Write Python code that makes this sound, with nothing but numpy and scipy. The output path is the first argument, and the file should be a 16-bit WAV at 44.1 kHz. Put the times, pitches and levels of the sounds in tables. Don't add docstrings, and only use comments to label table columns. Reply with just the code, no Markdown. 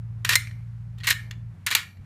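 import sys
import numpy as np
from scipy import signal
from scipy.fft import rfft, irfft
from scipy.io import wavfile
from scipy.ndimage import uniform_filter1d

SR = 44100
rng = np.random.default_rng(int(sys.argv[2]) if len(sys.argv) > 2 else 0)


def volts_from_db(level):
    exponent = np.asarray(level, float) / 20
    return 10 ** exponent


def dump(signal):
    limited = np.clip(np.atleast_2d(signal).T, -1, 1)
    pcm = np.round(limited * 32767).astype(np.int16)
    wavfile.write(sys.argv[1], SR, pcm)


N = 90405
RISE_S = 0.0008


def curve(rows, at, log=False):
    x, y = np.array(rows, float).T[:2]
    if log:
        return np.interp(np.log(at + 1), np.log(x), y)
    return np.interp(at, x, y)


def colour(x, db_of_hz):
    hz = np.arange(2049) * SR / 4096
    cepstrum = irfft(db_of_hz(hz) * np.log(10) / 20)
    cepstrum[1:2048] *= 2
    cepstrum[2049:] = 0
    response = irfft(np.exp(rfft(cepstrum)))
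    return signal.fftconvolve(x, response)[:len(x)]


def unit_rms(x):
    return x / np.sqrt(np.mean(x ** 2) + 1e-30)


def unit_energy(x):
    return x / np.sqrt(np.sum(x ** 2))


def ring(hz, t60, t):
    return np.sin(2 * np.pi * hz * t) * np.exp(-np.log(1000) * t / t60)


def walk(rate):
    hold = int(SR / rate)
    steps = np.repeat(rng.standard_normal(N // hold + 1), hold)
    smooth = uniform_filter1d(uniform_filter1d(steps, hold), hold)
    return unit_rms(smooth[:N])


def add(out, x, start_s):
    i = int(start_s * SR)
    out[i:i + len(x)] += x[:N - i]


def contacts(env):
    scatter_db = 2
    push, size = rng.standard_normal((2, len(env)))
    x = env * push * volts_from_db(scatter_db * size)
    return x * np.sqrt(np.sum(env ** 2) / np.sum(x ** 2))


def dry_click(t, treble_db):
    # frequency in Hz, relative level in dB.
    body = [(150, -64), (250, -25.5), (779, -18), (1010, -7.5), (1600, -6.5), (1870, -0.5), (3150, -5.5),
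            (4100, -9), (4970, -11), (7050, -13), (10400, -17.5), (13500, -17), (15000, -24.5),
            (16300, -52)]
    treble_hz, thin_below_hz, thin_db = 5200, 1100, -4

    def gain_db(f):
        treble = treble_db / (1 + (treble_hz / (f + 1)) ** 4)
        thin = thin_db / (1 + (f / thin_below_hz) ** 4)
        return curve(body, f, True) + treble + thin

    return colour((t == 0) * 1.0, gain_db)


def piece_ring(hz, t):
    walls = [1, .94, 1.08, 2.0]
    wall_db = [15.5, -26, 5, -8.5]
    wall_t60 = [.055, .03, .03, .025]
    return sum(volts_from_db(db) * ring(hz * ratio, t60, t) for ratio, db, t60 in zip(walls, wall_db, wall_t60))


def tray_ring(t):
    # frequency in Hz, relative level in dB.
    modes = [(570, -25), (850, -26), (1150, -21), (1450, -32), (1800, -15.5), (2090, -0.5), (2310, -10.5),
             (2620, -12), (3300, -10), (3600, -8), (3950, 4.5), (4180, 9.5), (4540, 4), (5300, -12.5),
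             (6300, -7), (7000, 0.5)]
    t60, scatter_db = 0.035, 2
    chance = rng.standard_normal(len(modes))
    return sum(volts_from_db(db + scatter_db * c) * ring(hz, t60, t) for (hz, db), c in zip(modes, chance))


def struck(push, hz, ring_db, tray_db, treble_db):
    t = np.arange(4096) / SR
    response = unit_energy(dry_click(t, treble_db))
    response = response + volts_from_db(ring_db) * unit_energy(piece_ring(hz, t))
    response = response + volts_from_db(tray_db) * unit_energy(tray_ring(t))
    return signal.fftconvolve(push, response)


def clacks(t):
    # start in seconds, level in dB, piece pitch in Hz, piece ring in dB re click,
    # tray ring in dB re click, treble boost of the click in dB.
    hits = [(0.248, -13.5, 1600, -4, -8.5, 1), (0.2913, -7.5, 1842, -3.5, -23.5, 3),
            (0.3042, -21.5, 1880, 0.5, -3.5, -6), (0.3251, -21, 1900, 4.5, -6, -1),
            (0.3328, -12.5, 1834, -1.5, -10.5, -5), (0.3544, -2.5, 2040, -15.5, -7, 7.5),
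            (.357, -12.5, 2055, -4.5, -5.5, -1), (0.471, -38.5, 2383, 6.5, -12, -6),
            (.5107, -44, 2064, -7.5, -9.5, -16), (.984, -45, 3600, -4.5, -8, 0),
            (1.002, -44, 3325, 1, -9, -10), (1.0075, -44, 1920, -0.5, -5.5, -12),
            (1.034, -32.5, 2230, -5, -4, -11.5), (1.044, -27.5, 2680, -3, -10, -2),
            (1.0695, -14, 2007, -14.5, -8, 5.5), (1.0746, -19.5, 2140, 3.5, -8, -6),
            (1.0875, -17, 2185, 0.5, -14.5, 5), (1.0973, -16.5, 2094, -2, -10, -2),
            (1.1031, -10, 1916, -17.5, -12.5, 13), (1.1064, -8.5, 1795, -4, -18, -3),
            (1.1093, -17, 2087, -0.5, -5, -2.5), (1.126, -19.5, 1828, -4.5, -9.5, 0),
            (1.3102, -29.5, 3494, -2, -11.5, -5.5), (1.664, -14.5, 1746, -8, -12, 7.5),
            (1.6682, -16, 2405, -6, -8, 0.5), (1.7042, -21.5, 1633, -4.5, -3.5, 1.5),
            (1.7118, -18, 1910, -5.5, -7.5, 7), (1.717, -26, 2090, -6.5, -8, 0),
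            (1.7235, -21.5, 2395, 2, -6.5, -3), (1.7496, -3.5, 4240, -18.5, -9, 6),
            (1.7527, -18, 2375, 1, -2.5, 11.5), (1.7698, -32, 2110, -2, 2.5, -16),
            (1.970, -59, 2050, 4, -6, -18)]
    chatter_s = 0.0032
    out = np.zeros(N)
    env = (1 - np.exp(-t / RISE_S)) * np.exp(-t / chatter_s)
    for start, db, hz, ring_db, tray_db, treble_db in hits:
        add(out, volts_from_db(db) * struck(contacts(env), hz, ring_db, tray_db, treble_db), start)
    return out


def scrapes(t):
    # start in seconds, length in seconds, level in dB, treble boost in dB,
    # fade in dB per second (negative grows).
    rubs = [(0.977, 0.13, -60, -11, -1), (1.315, 0.038, -50.5, -18, 295), (0.246, 0.055, -31.5, -5, 200),
            (0.294, 0.064, -22, -2, 49), (1.038, 0.041, -35.5, -6, 102), (1.072, 0.028, -20.5, -0.5, 52),
            (1.108, 0.025, -20, -3, 296), (1.666, 0.041, -24, -6.5, 303.5),
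            (1.711, 0.0429, -23.5, -6, 195.5), (1.758, 0.098, -23.5, -7.5, 306.5)]
    out = np.zeros(N)
    for start, length, db, treble_db, fade_db in rubs:
        rise = np.clip(t / 0.002, 0, 1)
        fall = np.clip((length - t) / 0.016, 0, 1)
        env = rise * fall * volts_from_db(-fade_db * t)
        add(out, volts_from_db(db) * struck(contacts(env), 1950, -14, -15, treble_db), start)
    return out


def knocks(t):
    # start in seconds, level in dB, frequency in Hz, ring time (t60) in seconds.
    blows = [(.356, -34, 566, 0.047), (.3568, -13, 2092, 0.095), (0.3577, -18, 4113, 0.075),
             (1.107, -41, 590, 0.027), (1.1067, -14, 1812, .05), (1.7506, -29.5, 889, 0.048),
             (1.752, -20, 2396, .04)]
    out = np.zeros(N)
    for start, db, hz, t60 in blows:
        add(out, volts_from_db(db) * ring(hz, t60, t) * (1 - np.exp(-t / RISE_S)), start)
    return out


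def pieces():
    t = np.arange(4096) / SR
    return clacks(t) + scrapes(t) + knocks(t)


def room(x):
    # frequency in Hz, decay time (t60) in seconds, relative level in dB.
    rows = np.array([(302.7, 0.072, -21.5), (701, .2, -15.5), (1389, .3, -3), (2210, 0.36, -5),
                     (3200, .28, -5.5), (4950, 0.34, -9), (8000, 0.25, -6.5), (11000, 0.37, -13.5),
                     (15000, .2, -9.5)])
    fade_in_s = 0.0013
    t = np.arange(SR // 2) / SR
    noise = rng.standard_normal(len(t))
    tail = 0
    for hz in 220 * 2 ** np.arange(0, 6.4, 1 / 3):
        sos = signal.butter(2, [hz / 1.12, hz * 1.12], "band", fs=SR, output="sos")
        band = signal.sosfilt(sos, noise)
        t60 = curve(rows[:, :2], hz, True)
        level = volts_from_db(curve(rows[:, ::2], hz, True)) / np.sqrt(t60 * SR / 14)
        tail = tail + band * np.exp(-np.log(1000) * t / t60) * level
    return signal.fftconvolve(x, tail * np.clip(t / fade_in_s, 0, 1))[:N]


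def shaft_drone(t):
    # time in seconds, frequency of the eighth order in Hz.
    shaft = [(0.0, 113.9), (0.52, 114.1), (0.612, 115.2), (1.52, 115.0)]
    order_db = [-59.5, -46, -58.5, -52.5, -58.5, -35, -59.5, -53, -54, -53.5, -64, -66, -74, -68.5]
    # time in seconds, gain in dB.
    drone_db = [(0, -0.5), (.3, -2), (.8, -1.5), (1.2, -2), (1.5, 0), (1.56, -18), (1.8, -15.5),
                (1.93, -24), (2.05, -30.5)]
    turn = 2 * np.pi * np.cumsum(curve(shaft, t) / 8) / SR
    drone = 0
    for order, db in enumerate(order_db, 3):
        waver = volts_from_db(db + 1.1 * walk(1.4))
        drone = drone + waver * np.sin(order * turn + rng.uniform(0, 7))
    return volts_from_db(curve(drone_db, t)) * drone


def steady_tone(t):
    # time in seconds, level in dB.
    tone_db = [(0, -47), (1.5, -47.5), (1.6, -47.5), (1.93, -53.5), (2.0, -41.5), (2.05, -47)]
    level = volts_from_db(curve(tone_db, t) + 2.5 * walk(8))
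    hz = 96 + 1.1 * walk(8.9)
    return level * np.sin(2 * np.pi * np.cumsum(hz) / SR)


def machine(t):
    return np.sqrt(2) * (shaft_drone(t) + steady_tone(t))


def air(t):
    # frequency in Hz, relative level in dB per Hz.
    spectrum = [(15, -37), (25, -21.5), (87, -12), (127, -18.5), (162, -12.5), (295, -35), (468, -41),
                (946, -40.5), (1280, -41.5), (1970, -43), (3210, -52.5), (12800, -64), (15000, -74),
                (16300, -100.5)]
    # time in seconds, level in dB.
    rumble_db = [(0, -55.5), (.7, -58), (1.45, -65), (1.55, -46.5), (1.65, -49.5), (1.75, -62),
                 (1.85, -50.5), (1.93, -69), (2.0, -41), (2.05, -51.5)]
    # time in seconds, level in dB.
    hiss_db = [(0, -59), (.3, -57.5), (.6, -57), (.9, -59), (1.2, -56), (1.45, -59), (1.62, -58),
               (1.95, -62), (2.05, -56.5)]
    split_hz, flicker_db = 246, 2.5
    f = np.arange(N // 2 + 1) * SR / N
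    low = 1 / (1 + (f / split_hz) ** 4)
    high = 1 - 1 / (1 + (f / 900) ** 4)

    def shaped(power_share):
        white = rfft(rng.standard_normal(N))
        return irfft(white * volts_from_db(curve(spectrum, f, True)) * np.sqrt(power_share), N)

    middle = volts_from_db(flicker_db * walk(12)) * shaped((1 - low) * (1 - high))
    hiss = volts_from_db(0.6 * walk(6)) * shaped(high)
    rumble = volts_from_db(curve(rumble_db, t)) * unit_rms(shaped(low))
    return rumble + volts_from_db(curve(hiss_db, t)) * unit_rms(middle + hiss)


def scene():
    t = np.arange(N) / SR
    near = pieces()
    return (near + room(near) + machine(t) + air(t))[None]


def roll_off(x):
    return signal.sosfilt(signal.butter(12, 16470, fs=SR, output="sos"), x)


def record(dry):
    rounded = np.tanh(1.15 * dry) / 1.15
    low_pass = signal.ellip(8, 0.2, 60, 16300, fs=SR, output="sos")
    high_pass = signal.butter(2, 53, "high", fs=SR, output="sos")
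    mix = signal.sosfilt(high_pass, signal.sosfilt(low_pass, rounded))
    return roll_off(mix)


dry = scene()
out = record(dry)
dump(out)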